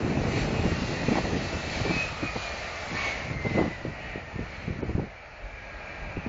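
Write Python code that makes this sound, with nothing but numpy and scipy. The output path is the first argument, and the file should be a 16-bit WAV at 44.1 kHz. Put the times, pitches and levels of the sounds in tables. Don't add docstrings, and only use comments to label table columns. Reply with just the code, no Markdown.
import sys
import numpy as np
from scipy import signal
from scipy.io import wavfile

SR = 44100
rng = np.random.default_rng(int(sys.argv[2]) if len(sys.argv) > 2 else 0)


def bounce(signal):
    frames = np.transpose(np.atleast_2d(signal))
    limited = np.clip(frames, -1, 1)
    pcm = np.round(limited * 32767).astype(np.int16)
    wavfile.write(sys.argv[1], SR, pcm)


def natural_amplitude(level_db):
    exponent = np.asarray(level_db, float) / 20
    return 10 ** exponent


N = 276948

# time_s, pitch_hz, level_db
NEAR_FAN_TONE = [(0, 2870, -68), (.3, 2838, -56), (.84, 2758, -54), (1.26, 2695, -54), (1.68, 2626, -52),
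                 (1.96, 2546, -49), (2.24, 2482, -47), (2.52, 2402, -50), (2.8, 2313, -53),
                 (3.08, 2212, -50), (3.36, 2107, -48), (3.64, 2018, -48), (3.92, 1928, -53),
                 (4.2, 1854, -57), (4.48, 1800, -60), (5.1, 1703, -68), (5.7, 1634, -56), (6.2, 1611, -56)]
# time_s, pitch_hz, level_db
FAR_FAN_TONE = [(.1, 2612, -59), (.5, 2546, -51), (1.1, 2490, -50), (1.5, 2420, -64), (1.78, 2368, -54),
                (1.89, 2342, -42), (2.1, 2285, -52), (2.5, 2168, -56), (2.9, 2062, -54)]
# time_s, pitch_hz, level_db
INNER_WHINE = [
    (.25, 1990, -65),
    (.5, 1975, -67.5),
    (1.1, 1950, -54.5),
    (1.35, 1940, -61),
    (1.7, 1916, -64),
]
# time_s, pitch_hz, level_db
REVERSE_WHINE = [(4.4, 2215, -60), (4.52, 2226, -56.5), (4.7, 2189, -81), (5.0, 2290, -64),
                 (5.3, 2363, -69), (5.6, 2304, -60), (5.8, 2393, -60), (6.05, 2300, -57), (6.28, 2430, -58)]
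# time_s, gain_db, half_length_s
FOCUS = [(.8, 3, .15), (1.5, 2.5, .08), (1.95, 10, .05), (2.02, 17, .04), (2.14, -4, .03), (2.27, 5, .05),
         (2.34, -3, .025), (2.45, 5, .06), (2.97, 11, .06), (3.08, 14, .075), (3.35, 5, .04),
         (3.46, 9, .04), (3.58, 10, .05), (3.72, 4, .04), (3.8, -5, .04), (4.06, 8, .05), (4.15, 5, .025),
         (4.27, 4, .03), (4.38, 5, .04)]
# time_s, gain_db, half_length_s
HALF_ORDER = [
    (2.3, 11, 0.57),
    (2.75, 11.5, 0.075),
    (3.0, 20.8, 0.11),
]
# time_s, level_db
CARRY = [(0, -52.5), (.2, -50.5), (.9, -48.5), (1.9, -48.5), (2.2, -50), (2.85, -49.5), (3.35, -53),
         (3.9, -58.5), (5.25, -63.5), (5.95, -59), (6.28, -60.5)]
# time_s, gain_db, half_length_s, fan_lean_db
SWELLS = [(0.382, 6, 0.07, -0.5), (.66, 1, 0.13, -2), (0.87, 2.5, 0.11, -2.5), (1.167, 3, 0.067, -1),
          (1.455, 2, 0.16, -2), (1.76, 5, 0.084, 0.4), (1.978, 5.5, 0.12, -0.5), (2.43, 4.5, 0.06, -2),
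          (2.63, 1, 0.08, 1.5), (3.045, 8, 0.1, 4), (3.197, 0.5, 0.11, 4.5), (3.384, -5.5, 0.046, 1),
          (3.59, 4, 0.17, 1.3), (4.084, 1.5, 0.13, 5.5), (4.58, 5, 0.17, 1), (4.9, 2, 0.056, 0.5)]
# level_db (at a carry of -50 dB), carry_share, swell_share, reverse_gain_db
LAYERS = [
    (-40, 0.64, 0.39, 3),
    (-42.5, 0.67, 0.66, 3),
    (-47.5, 1.16, 1.03, 0.8),
    (-51.5, 1.19, 0.75, -.5),
]
# frequency_hz, level_db (per Hz)
ROAR = [(40, -5), (80, 0), (160, -25), (300, -13), (480, -4), (680, 2.5), (1000, -9), (1400, -4),
        (1800, -12), (2600, -26.5)]
# frequency_hz, level_db (per Hz)
FAN = [(1300, -19.5), (1600, -10.5), (1850, 4.5), (2100, 1.5), (2380, 4), (2650, -2.5), (2950, -8),
       (3300, -30.5)]
# frequency_hz, level_db (per Hz)
HISS = [(2600, -0.5), (3100, -2), (3500, -3.5), (4300, 1.7), (4800, -4), (5300, -17.5)]
# frequency_hz, level_db (per Hz)
TOP = [(4500, -10), (5100, -2.5), (5700, -3.5), (6300, -1.5), (7000, -7), (7700, -2.5)]
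# time_s, flutter_db, brightness_db (per octave)
WIND = [(0, -27.5, 1), (.65, -29, 0.8), (.75, -32.5, -2.5), (.95, -32.5, 1), (1.15, -33.5, 2.5),
        (1.45, -32.5, 0.3), (1.74, -38, 1), (1.8, -33, -0.2), (2.1, -41, -1.7), (2.7, -48, 1.6),
        (3.25, -40.5, 0), (3.5, -35, -1), (3.73, -45.5, 1.5), (4.55, -45.5, -1), (4.88, -34.5, -0.9),
        (5.16, -58, -0.5), (5.6, -53.5, 3.7), (6.28, -43, -0.5)]
# start_s, peak_db, length_s, brightness_db
BUFFETS = [(1.152, -18, 0.026, 4.4), (1.166, -17.5, 0.044, 2), (1.796, -15.5, 0.022, -2.5),
           (1.839, -20, 0.094, 3), (1.9, -15, 0.027, 1.5), (1.963, -13.5, 0.016, -8),
           (2.225, -14.5, 0.034, 0.7), (2.357, -15.5, 0.021, 3.5), (2.91, -24, 0.084, 2),
           (3.284, -18, 0.06, -3.2), (3.351, -19, 0.024, -11), (3.447, -12.5, 0.032, 1.5),
           (3.505, -16.5, .023, -2), (3.54, -14.5, 0.047, 2), (3.572, -14.5, 0.065, 3),
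           (3.606, -16, 0.038, 1), (3.635, -17.5, 0.066, .5), (3.849, -16.5, 0.022, 0),
           (3.86, -19, 0.05, -2), (4.165, -22.5, 0.036, -2), (4.353, -20, 0.028, -1),
           (4.382, -19.5, 0.048, 0.5), (4.676, -16, .061, -4), (4.818, -23, 0.023, 3),
           (4.889, -15.5, 0.039, -1), (4.948, -8, 0.019, -9), (4.982, -11, 0.025, -1),
           (5.014, -15.5, 0.046, -5.5), (6.015, -32.5, 0.12, -7), (6.177, -13, 0.012, -8)]
# start_s, peak_db
MORE_BUFFETS = [(.029, -14), (.079, -16), (0.131, -27), (.189, -19), (.277, -18), (.374, -19), (.459, -27),
                (.519, -14.5), (.569, -19), (.638, -15), (0.675, -14.5), (.709, -13.5), (.814, -14), (.91, -18),
                (1.08, -16.5), (1.112, -14), (1.24, -14.5), (1.323, -16.5), (1.344, -16.5), (1.523, -18),
                (1.561, -24), (1.687, -30), (4.785, -22), (5.42, -37), (5.89, -33), (6.259, -19)]
# frequency_hz, level_db (per Hz)
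GUST = [(30, -22.5), (55, -5), (85, 1.4), (160, 0), (300, -4.5), (550, -12.5), (900, -20), (1500, -48)]
# time_s, peak_db
POPS = [(.079, -20), (.664, -15), (1.085, -14.5), (1.12, -10), (1.181, -14), (1.192, -30), (1.324, -30),
        (1.801, -21), (1.907, -18), (2.232, -24), (2.358, -21), (3.575, -13), (3.593, -13), (3.614, -7.5),
        (3.852, -14), (4.159, -18.5), (4.393, -19), (4.682, -29), (4.704, -24), (4.833, -13), (4.902, -22),
        (4.952, -25), (4.981, -16), (4.997, -12), (6.171, -18.5), (6.264, -17.5)]
# frequency_hz, level_db (per Hz)
DEEP = [(20, -15), (32, -4), (50, 4), (70, -2.5), (95, -16.5)]
# time_s, gain_db, half_length_s
HEAVES = [(.42, 11.5, 0.042), (.65, 14, .05), (1.03, 4, .05), (1.24, 7, 0.052), (1.82, 11, .08),
          (3.27, 1.5, 0.09), (3.58, 4, .05), (4.1, 6.5, .05), (4.41, 11.5, .06), (4.72, 4.5, .06),
          (4.95, 9, 0.12), (5.44, 12, 0.031), (6.03, 15, 0.044)]


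def engines():
    swells = np.array(SWELLS)
    carry_db = in_time(CARRY)[0] + 50
    swell_db = bumps(swells[:, :3])
    focus_db = bumps(FOCUS)
    lean_db = bumps(swells[:, [0, 3, 2]])
    reverse_start_s, reverse_rise_s = 5.25, 0.97
    reverse = np.clip((np.arange(N) / SR - reverse_start_s) / reverse_rise_s, 0, 1)
    roar_db, fan_db, hiss_db, top_db = [
        level_db + carry_share * carry_db + swell_share * swell_db + reverse_gain_db * reverse
        for level_db, carry_share, swell_share, reverse_gain_db in LAYERS]

    roar = natural_amplitude(roar_db + 0.27 * lean_db) * far_noise(ROAR, count=16, slow_db=-0.3, fast_db=1.0)
    fan = natural_amplitude(fan_db + lean_db) * far_noise(FAN, count=9, slow_db=1.2, fast_db=1.5)
    hiss = natural_amplitude(hiss_db) * far_noise(HISS, count=8, slow_db=0.5, fast_db=0.93)
    top_hiss = natural_amplitude(top_db) * far_noise(TOP, count=6, slow_db=-0.16, fast_db=1.0)
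    noise = roar + fan + hiss + top_hiss

    half_db = -10.5 + bumps(HALF_ORDER) - focus_db
    near = fan_tone(NEAR_FAN_TONE, wobble=.0015, flutter_db=1.5, skirt_db=-7.5, skirt_hz=70, half_db=half_db)
    far = fan_tone(FAR_FAN_TONE, wobble=.003, flutter_db=3.5, skirt_db=-5, skirt_hz=50, half_db=-25)
    rough = dict(wobble=.004, flutter_db=4.0, skirt_db=9, skirt_hz=110, half_db=-30)
    tones = natural_amplitude(focus_db + 1.7) * near + far + fan_tone(REVERSE_WHINE, **rough) + fan_tone(INNER_WHINE, **rough)
    return noise + tones + turbine_glint()


def fan_tone(rows, wobble, flutter_db, skirt_db, skirt_hz, half_db):
    first, last = rows[0], rows[-1]
    fade_in, fade_out = (first[0] - .1, first[1], -90), (last[0] + .1, last[1], -90)
    hz, db = in_time([fade_in] + list(rows) + [fade_out])
    phase = 2 * np.pi * np.cumsum(hz * (1 + wobble * drift(33.1))) / SR
    line = natural_amplitude(flutter_db * drift(11)) * np.sin(phase)
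    skirt = drift(skirt_hz) * np.sin(phase) + drift(skirt_hz) * np.cos(phase)
    half = drift(60) * np.sin(phase / 2) + drift(60) * np.cos(phase / 2)
    return natural_amplitude(db) * (np.sqrt(2) * line + natural_amplitude(skirt_db) * skirt + natural_amplitude(half_db) * half)


def turbine_glint():
    time_s, pitch_hz, level_db, half_length_s = 1.262, 4230, -43, .02
    t = np.arange(N) / SR - time_s
    return natural_amplitude(level_db) * np.exp(-(t / half_length_s) ** 2) * np.sin(2 * np.pi * pitch_hz * t)


def wind():
    t = np.arange(N) / SR
    steady_db, bright = in_time(WIND)
    power = natural_amplitude(2 * steady_db)
    flaps = [(start_s, peak_db, 0.034, -1) for start_s, peak_db in MORE_BUFFETS]
    for start_s, peak_db, length_s, bright_db in list(BUFFETS) + flaps:
        length_s = np.clip(length_s, .008, .12)
        near = slice(round(start_s * SR), round((start_s + 4 * length_s) * SR))
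        age = (t[near] - start_s) / (length_s * 0.29)
        shape = (age * np.exp(1 - age)) ** 2
        power[near] += natural_amplitude(2 * (peak_db - 11.5)) * shape
        bright[near] += np.clip(bright_db, -6, 3) * np.sqrt(shape)
    lumps_db = 2.0 * np.clip(drift(75), -2, 1.6)
    push_db = 10 * np.log10(power) - steady_db + lumps_db
    reach = 0.18 * (steady_db + push_db + 29.0) + bright
    out = 0
    for hz, part in bands(GUST, count=13):
        share = np.clip(hz / 130, .25, 1)
        tilt_db = reach * np.log2(max(hz, 90) / 150)
        out = out + part * natural_amplitude(steady_db + share * push_db + tilt_db + 0.93 * drift(20))
    return out


def pops():
    out = np.zeros(N)
    before, after = 300, 500
    cycles = np.arange(-before, after) / SR * 320
    swing = np.sin(2 * np.pi * cycles) * np.exp(-(cycles / .45) ** 2)
    signs = rng.choice([-1, 1], len(POPS))
    for (time_s, peak_db), sign in zip(POPS, signs):
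        at = round(time_s * SR)
        pop = sign * natural_amplitude(peak_db - 3.0) * swing
        out[at - before:at + after] += pop[:N - at + before]
    return out


def rumble():
    breeze_db = in_time(WIND)[0] + 40
    level_db = -48.5 + 0.21 * breeze_db + bumps(HEAVES)
    return natural_amplitude(level_db) * far_noise(DEEP, count=5, slow_db=1.0, fast_db=-3.5)


def far_noise(spectrum, count, slow_db, fast_db):
    return sum(part * natural_amplitude(slow_db * drift(4.9) + fast_db * drift(6.7)) for hz, part in bands(spectrum, count))


def bands(spectrum, count):
    hz, db = np.transpose(spectrum)
    edges = np.geomspace(hz[0], hz[-1], count + 1)
    white = rng.standard_normal((2, N))
    centres = np.sqrt(edges[1:] * edges[:-1])
    gains = natural_amplitude(np.interp(np.log(centres), np.log(hz), db))
    parts = []
    for k in range(count):
        sos = signal.butter(2, edges[k:k + 2], "band", fs=SR, output="sos")
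        parts.append(gains[k] * signal.sosfilt(sos, white[k % 2]))
    parts = np.array(parts)
    return zip(centres, parts / np.std(parts.sum(0)))


def drift(rate_hz):
    hop = 40
    r = np.exp(-2 * np.pi * rate_hz * hop / SR)
    noise = rng.standard_normal(N // hop + 2002)
    slow = signal.lfilter([1], [1, -2 * r, r * r], noise)[2000:]
    return np.interp(np.arange(N) / hop, np.arange(len(slow)), rms_one(slow))


def bumps(rows):
    t = np.arange(0, N / SR + .01, .002)
    total_db = sum(gain_db * np.exp(-((t - time_s) / np.clip(half_length_s, .02, .5)) ** 2)
                   for time_s, gain_db, half_length_s in rows)
    return np.interp(np.arange(N) / SR, t, total_db)


def in_time(rows):
    time_s, *columns = np.transpose(rows)
    return [np.interp(np.arange(N) / SR, time_s, column) for column in columns]


def rms_one(x):
    return x / np.sqrt(np.mean(x ** 2) + 1e-20)


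def scene():
    return (engines() + wind() + pops() + rumble())[None]


def patchy_luck(hz, s, tall, wide):
    patches = rng.standard_normal((len(hz) // tall + 1, len(s) // wide + 1))
    return np.kron(patches, np.ones((tall, wide)))[:len(hz), :len(s)]


def fray_treble(dry):
    hz, s, cells = signal.stft(dry, SR, nperseg=2800, noverlap=2100)
    hz = hz[:, None]
    luck = patchy_luck(hz, s, tall=2, wide=9)
    dropped = luck > 2.0 - (hz - 4500) / 2800 - .06 * s
    edge_luck = np.repeat(rng.standard_normal(len(s)), 8)[:len(s)]
    edge_hz = 7500 + 60 * (edge_luck + 1.5 * luck) - 50 * s
    return signal.istft(cells * (~dropped & (hz < edge_hz)), SR, nperseg=2800, noverlap=2100)[1]


def starve_treble(sound):
    from_s, to_s, above_hz = 4.81, 4.87, 6100
    hz, s, cells = signal.stft(sound, SR, nperseg=352)
    luck = patchy_luck(hz, s, tall=3, wide=3)
    dropped = (s > from_s) & (s < to_s) & (luck > (above_hz - hz[:, None]) / 1300)
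    return signal.istft(cells * ~dropped, SR, nperseg=352)[1][:, :N]


def treble_mirror(sound):
    mirror = sound * np.cos(2 * np.pi * 16000 * np.arange(N) / SR)
    sos = signal.cheby2(8, 80, [7900, 9250], "band", fs=SR, output="sos")
    return signal.sosfilt(sos, mirror)


def band_limit(x):
    return signal.sosfilt(signal.butter(12, 9150, fs=SR, output="sos"), x)


def record(dry):
    narrow = starve_treble(fray_treble(dry))
    mix = narrow + natural_amplitude(-18) * treble_mirror(narrow)
    return band_limit(mix)


dry = scene()
out = record(dry)
bounce(out)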